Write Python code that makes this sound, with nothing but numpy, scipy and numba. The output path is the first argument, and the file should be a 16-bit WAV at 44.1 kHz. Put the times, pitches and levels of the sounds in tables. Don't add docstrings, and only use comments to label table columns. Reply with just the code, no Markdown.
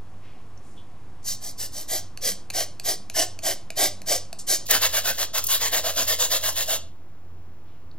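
import sys
import numpy as np
from scipy import signal
from scipy.fft import rfft, irfft, next_fast_len
from scipy.io import wavfile
from numba import njit

SR = 44100
rng = np.random.default_rng(int(sys.argv[2]) if len(sys.argv) > 2 else 0)


def transcribe(u):
    v = np.clip(np.atleast_2d(u).T, -1, 1)
    q = np.round(v * 32767).astype(np.int16)
    wavfile.write(sys.argv[1], SR, q)


N = 351918
TIME = np.arange(N) / SR
PUSH, PULL = 1, -1
TURN_S = 4.66

# (frequency [Hz], relative level per hertz [dB])
QUICK_RASP = [(1000, -57), (2700, -5), (3400, -0.5), (4000, -0.5), (4700, 0), (5500, -1.5), (6300, 1),
              (7300, 2.5), (8800, -8.5), (10500, 1.5), (12000, -1), (13500, -2), (15500, -9)]


def single_strokes():
    # (start [s], length [s], rasp level [dB], bite [dB])
    strokes = [(1.234, 0.14, -25, -13), (1.392, .15, -33.5, -6), (1.565, 0.13, -28, -7.5),
               (1.702, 0.17, -33, -6), (1.865, 0.16, -25, 0.5), (2.202, 0.15, -22, -1),
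               (2.519, .146, -22.5, 1.5), (2.827, 0.14, -22, -1.5), (3.13, 0.14, -20, 3),
               (3.414, 0.15, -22.5, 3), (3.75, 0.16, -18, 2), (4.051, 0.15, -19.5, -0.5),
               (4.46, 0.13, -17, -5)]
    # (frequency [Hz], relative level per hertz [dB])
    rasp = [(1000, -35.5), (2900, -21.5), (3600, -13.5), (4700, -1.5), (5500, -0.5), (6300, -0.5),
            (7300, -4), (8800, -5), (10500, -5.5), (12000, -0.5), (13500, -5), (15500, -6)]
    # (frequency [Hz], width [Hz], relative level [dB])
    sheet = [(1110, 35, -2.5), (1600, 50, -1), (1900, 100, 0), (2250, 200, -3.5), (3155, 220, 2),
             (3567, 570, -3)]
    # (frequency [Hz], width [Hz], relative level [dB])
    body = [(280, 88, -10), (399, 88, -3.5), (483, 98, 0.5), (650, 166, 4), (771, 253, -4.5)]
    downstrokes = [(*row, PUSH) for row in strokes]
    motion = stroking(downstrokes, rise=0.42, fall=0.49)
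    force = tears(per_s=24000, spread_db=2.5, judder_db=1.14)
    return grating(motion, force, rasp, sheet, body, sheet_db=-13, body_db=-12.5, sheet_follows=0.78,
                   sheet_power=1.0, body_power=1.37, sag_octaves=0.12, flex_octaves=0)


def quick_strokes():
    # (start [s], length [s], rasp level [dB], bite [dB], direction [push 1, pull -1])
    strokes = [(4.68, 0.12, -19, 2.5, PUSH), (4.803, 0.087, -20, 2.5, PULL), (4.918, 0.1, -21.5, 2.5, PUSH),
               (5.032, .105, -22, 1, PULL), (5.169, 0.094, -23.5, 1, PUSH),
               (5.326, 0.093, -23.5, 0.5, PULL), (5.471, 0.12, -20, -4, PUSH),
               (5.588, 0.12, -24, 1.5, PUSH), (5.708, .112, -21.5, 2.5, PULL),
               (5.824, 0.11, -25.5, 5, PUSH), (5.948, 0.11, -21.5, 0, PULL), (6.058, 0.11, -21.5, 0, PUSH),
               (6.176, 0.11, -21.5, -1, PULL), (6.29, 0.11, -21, -0.5, PUSH),
               (6.414, 0.11, -22.5, 0.5, PULL), (6.543, .117, -24, -1.5, PUSH),
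               (6.661, 0.13, -23.5, -0.5, PULL)]
    # (frequency [Hz], width [Hz], relative level [dB])
    sheet = [(990, 285, -9.5), (1568, 260, -2.5), (1668, 260, -1), (2430, 760, -6.5), (2705, 470, -6.5),
             (2797, 146, -3)]
    # (frequency [Hz], width [Hz], relative level [dB])
    body = [(192, 130, -16), (442.6, 120, -9), (501, 39.5, 1), (640, 68, 3), (801, 180, -5.5)]
    motion = stroking(strokes, rise=0.32, fall=0.39)
    force = tears(per_s=20000, spread_db=1.5, judder_db=1.03)
    eased_db = 1.7 * np.maximum(TIME - TURN_S, 0)
    return grating(motion, force, QUICK_RASP, sheet, body, sheet_db=-8 - eased_db, body_db=-14.5,
                   sheet_follows=0.6, sheet_power=1.12, body_power=0.9, sag_octaves=0.062, flex_octaves=0.069)


def grating(motion, force, rasp, sheet, body, sheet_db, body_db, sheet_follows, sheet_power, body_power,
            sag_octaves, flex_octaves):
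    pressure, rasp_db, bite_db, direction, travel = motion
    rasp_gain = from_db(rasp_db) * pressure
    sheet_gain = from_db(rasp_db + sheet_db + sheet_follows * bite_db) * pressure ** sheet_power
    body_gain = from_db(rasp_db + body_db + bite_db) * pressure ** body_power
    sheet_bend = flex_octaves * direction + 0.05 * drift(8)
    body_bend = -sag_octaves * travel + 0.018 * drift(9.7)
    hiss = wandering(coloured(force, rasp), wander_db=1.63)
    sheet_ring = ringing(force, sheet, sheet_bend, damping_db=0.9, low_hz=830, high_hz=4000)
    body_ring = ringing(force, body, body_bend, damping_db=2.4, low_hz=175, high_hz=994)
    return rasp_gain * hiss + sheet_gain * sheet_ring + body_gain * body_ring


def stroking(strokes, rise, fall):
    pressure, rasp_db, bite_db, direction, travel = np.zeros((5, N))
    for start, length, stroke_db, stroke_bite_db, way in strokes:
        press = swell(start, length, rise * length, fall * length)
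        on = press > pressure
        pressure[on] = press[on]
        rasp_db[on], bite_db[on], direction[on] = stroke_db, stroke_bite_db, way
        travel[on] = (TIME[on] - start) / length - .5
    return pressure, rasp_db, bite_db, direction, travel


def tears(per_s, spread_db, judder_db):
    unevenness = np.minimum(rng.exponential(1, N), 4)
    sizes = from_db(spread_db * unevenness) * rng.choice([-1, 1], N)
    happens = rng.random(N) < per_s / SR
    return rms_one(sizes * happens * from_db(judder_db * drift(260)))


def wandering(x, wander_db):
    size = next_fast_len(N)
    spectrum, hz = rfft(x, size), np.arange(size // 2 + 1) * SR / size
    centres = np.geomspace(2500, 16000, 12)
    total = 0
    for share in np.eye(len(centres)):
        part = irfft(spectrum * np.interp(hz, centres, share), size)[:N]
        total = total + from_db(wander_db * drift(22)) * part
    return rms_one(total)


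def ringing(force, modes, bend, damping_db, low_hz, high_hz):
    turn_per_hz = 2 * np.pi / SR * 2 ** bend
    rings = 0
    for k, (hz, width_hz, level_db) in enumerate(modes):
        gain = (-1) ** k * from_db(level_db + damping_db * drift(14))
        rings = rings + gain * gliding(force, hz * turn_per_hz, np.exp(-np.pi * width_hz / SR))
    return rms_one(band(rings, low_hz, high_hz))


@njit
def gliding(x, turn, r):
    out, state = np.zeros(len(x)), 0j
    for i in range(1, len(x)):
        state = state * r * complex(np.cos(turn[i]), np.sin(turn[i])) + x[i]
        out[i] = 2 * (1 - r) * state.real
    return out


def quick_contact():
    # (start [s], length [s], level [dB])
    slides = [(4.652, .62, -37.5), (5.353, 1.41, -38.5)]
    # (time [s], relative level [dB])
    snags = [(4.708, -10), (4.7105, -12), (5.381, -18), (5.44, -17.5), (5.453, -35), (5.468, -15)]
    touch = sum(from_db(db) * swell(s, length, 0.012, 0.026) for s, length, db in slides)
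    slide = touch * coloured(tears(per_s=2700, spread_db=5.0, judder_db=1.5), QUICK_RASP)
    return slide + band(bursts(snags, decay_s=0.0049), 5600, 17000) * from_db(3)


def taps(level_db):
    # (time [s], relative level [dB])
    knocks = [(2.174, -24), (2.502, -18.5), (2.506, -26), (2.798, -21), (3.099, -21.5), (3.39, -25.5),
              (3.704, -21), (4.018, -28), (4.329, -22.5)]
    # (frequency [Hz], width [Hz], relative level [dB])
    modes = [(663, 95, 4.5), (1750, 249, -9), (2587, 440, -1), (4520, 770, -1.5), (6340, 1600, -6.5),
             (7800, 900, -10.5), (10500, 1700, -6)]
    force = bursts(knocks, decay_s=.0014)
    return from_db(level_db) * sum(from_db(db) * resonate(force, hz, width_hz) for hz, width_hz, db in modes)


def handling():
    # (start [s], length [s], centre frequency [Hz], relative level [dB])
    brushes = [(0.197, 0.33, 2200, -58.5), (0.603, 0.33, 7000, -61.5), (1.222, 0.05, 5800, -56),
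               (4.383, 0.058, 6740, -34), (7.636, 0.3, 2500, -68)]
    # (start [s], length [s], centre frequency [Hz], relative level [dB])
    clinks = [(0.573, 0.014, 5800, -52), (0.762, 0.087, 3260, -53.5), (7.912, 0.008, 4250, -50)]
    return touching(brushes, width=1) + touching(clinks, width=0.18)


def touching(touches, width):
    noise = rng.standard_normal(N)
    total = 0
    for s, length, hz, db in touches:
        tone = rms_one(resonate(resonate(noise, hz, width * hz), hz, width * hz))
        total = total + from_db(db) * swell(s, length, length * 0.195, length) * tone
    return total


def kitchen(x, level_db, bass_db):
    place = 2 * drift(4)
    wet = sum(signal.fftconvolve(x * share, room_tail(bass_db))[:N] for share in (np.cos(place), np.sin(place)))
    return x + from_db(level_db) * wet


def room_tail(bass_db):
    # (frequency [Hz], time to fall by 60 dB [s])
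    room_t60 = [(300, 0.46), (1500, 0.25), (4500, 0.35), (9000, 0.23), (15000, 0.094)]
    age, tail = np.arange(SR // 2) / SR, 0
    edges = np.geomspace(150, 19200, 8)
    for low, high in zip(edges, edges[1:]):
        hz = np.sqrt(low * high)
        lift_db = bass_db / (1 + (hz / 2500) ** 2)
        decay_db = lift_db - 60 * age / at_hz(room_t60, hz)
        tail = tail + band(rng.standard_normal(len(age)), low, high) * from_db(decay_db)
    tail = tail * np.clip(age / 0.0044, 0, 1)
    return tail / np.linalg.norm(tail)


def two_ports(x, lag_s, scatter_db):
    side = from_db(scatter_db) * scattered(x, decay_s=.015, above_hz=1200)
    size = next_fast_len(N)
    delay = np.exp(-2j * np.pi * np.arange(size // 2 + 1) * SR / size * lag_s)
    right = irfft(rfft(x - side, size) * delay, size)[:N]
    return np.array([x + side, right])


def scattered(x, decay_s, above_hz):
    age = np.arange(SR // 20) / SR
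    echoes = rng.standard_normal(len(age)) * np.exp(-age / decay_s) * (age > .001)
    echoes = echoes / np.linalg.norm(echoes)
    echoes = signal.sosfilt(signal.butter(1, above_hz, "high", fs=SR, output="sos"), echoes)
    return signal.fftconvolve(x, echoes)[:N]


def first_background():
    # (frequency [Hz], relative level per hertz [dB])
    air = [(20, -5.5), (32, -21), (60, -17), (120, -17.5), (350, -25), (600, -31.5), (740, -26.5),
           (900, -32.5), (1090, -29), (1300, -36), (3500, -46.5), (15500, -53)]
    # (frequency [Hz], relative level [dB], waver [dB])
    hum = [(96.5, -56, 3), (193.7, -65.5, 8.5)]
    return background(air, -47, hum)


def second_background():
    # (frequency [Hz], relative level per hertz [dB])
    air = [(20, -9), (45, 1), (135, -0.5), (190, -6.5), (350, -7.5), (550, -14.5), (730, -12), (900, -16.5),
           (1100, -15.5), (1600, -22.5), (3500, -31), (8000, -33), (15500, -37.5)]
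    # (frequency [Hz], relative level [dB], waver [dB])
    hum = [(88, -52.5, 2.2)]
    return background(air, -52.5, hum)


def background(air, air_db, hum):
    tones = 0
    for hz, db, waver_db in hum:
        wobble = 0.093 * waver_db * drift(6.7)
        tone = from_db(waver_db * drift(9)) * np.sin(2 * np.pi * hz * TIME + wobble)
        tones = tones + np.sqrt(2) * from_db(db) * rms_one(tone)
    return from_db(air_db) * coloured(rng.standard_normal(N), air) + tones


def from_db(db):
    return 10 ** (np.asarray(db) / 20)


def rms_one(x):
    return x / np.sqrt(np.mean(x ** 2) + 1e-20)


def at_hz(points, hz):
    known_hz, values = np.transpose(points)
    return np.interp(np.log(hz + 1), np.log(known_hz), values)


def coloured(x, spectrum):
    size = next_fast_len(N)
    gain = from_db(at_hz(spectrum, np.arange(size // 2 + 1) * SR / size))
    return rms_one(irfft(rfft(x, size) * gain, size)[..., :N])


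def drift(rate):
    knots = rng.standard_normal(N // 20)
    return rms_one(np.interp(TIME * rate, np.arange(len(knots)), knots))


def resonate(x, hz, width_hz):
    r = np.exp(-np.pi * width_hz / SR)
    top = np.array([1, 0, -1]) * (1 - r * r) / 2
    return signal.lfilter(top, [1, -2 * r * np.cos(2 * np.pi * hz / SR), r * r], x + 1e-18)


def band(x, low_hz, high_hz):
    edges_hz = [low_hz, min(high_hz, .48 * SR)]
    return signal.sosfilt(signal.butter(3, edges_hz, "band", fs=SR, output="sos"), x)


def swell(start, length, rise, fall):
    def edge(u):
        return np.sin(np.pi / 2 * np.clip(u, 0, 1)) ** 2
    out, on = np.zeros(N), slice(int(start * SR), int((start + length) * SR))
    out[on] = edge((TIME[on] - start) / rise) * edge((start + length - TIME[on]) / fall)
    return out


def bursts(rows, decay_s):
    out, age = np.zeros(N), np.arange(SR // 50) / SR
    for s, level_db in rows:
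        crunch = rng.standard_normal(len(age)) * np.exp(-age / decay_s)
        out[int(s * SR):int(s * SR) + len(age)] += from_db(level_db) * crunch
    return out


def scene():
    # (lag [s], lag [s])
    port_lag_s = (1.35 / SR, 2.55 / SR)
    single = kitchen(single_strokes() + taps(level_db=7) + handling(), level_db=-11, bass_db=-2.0)
    quick = kitchen(quick_strokes() + quick_contact(), level_db=-11, bass_db=0)
    turned = np.clip((TIME - TURN_S) / 0.022, 0, 1)
    first = single + (1 - turned) * first_background()
    second = quick + turned * second_background()
    return two_ports(first, port_lag_s[0], scatter_db=-20) + two_ports(second, port_lag_s[1], scatter_db=-17)


def record(dry):
    offset = .023
    return offset + signal.sosfilt(signal.ellip(12, .1, 80, 16000, fs=SR, output="sos"), dry)


dry = scene()
out = record(dry)
transcribe(out)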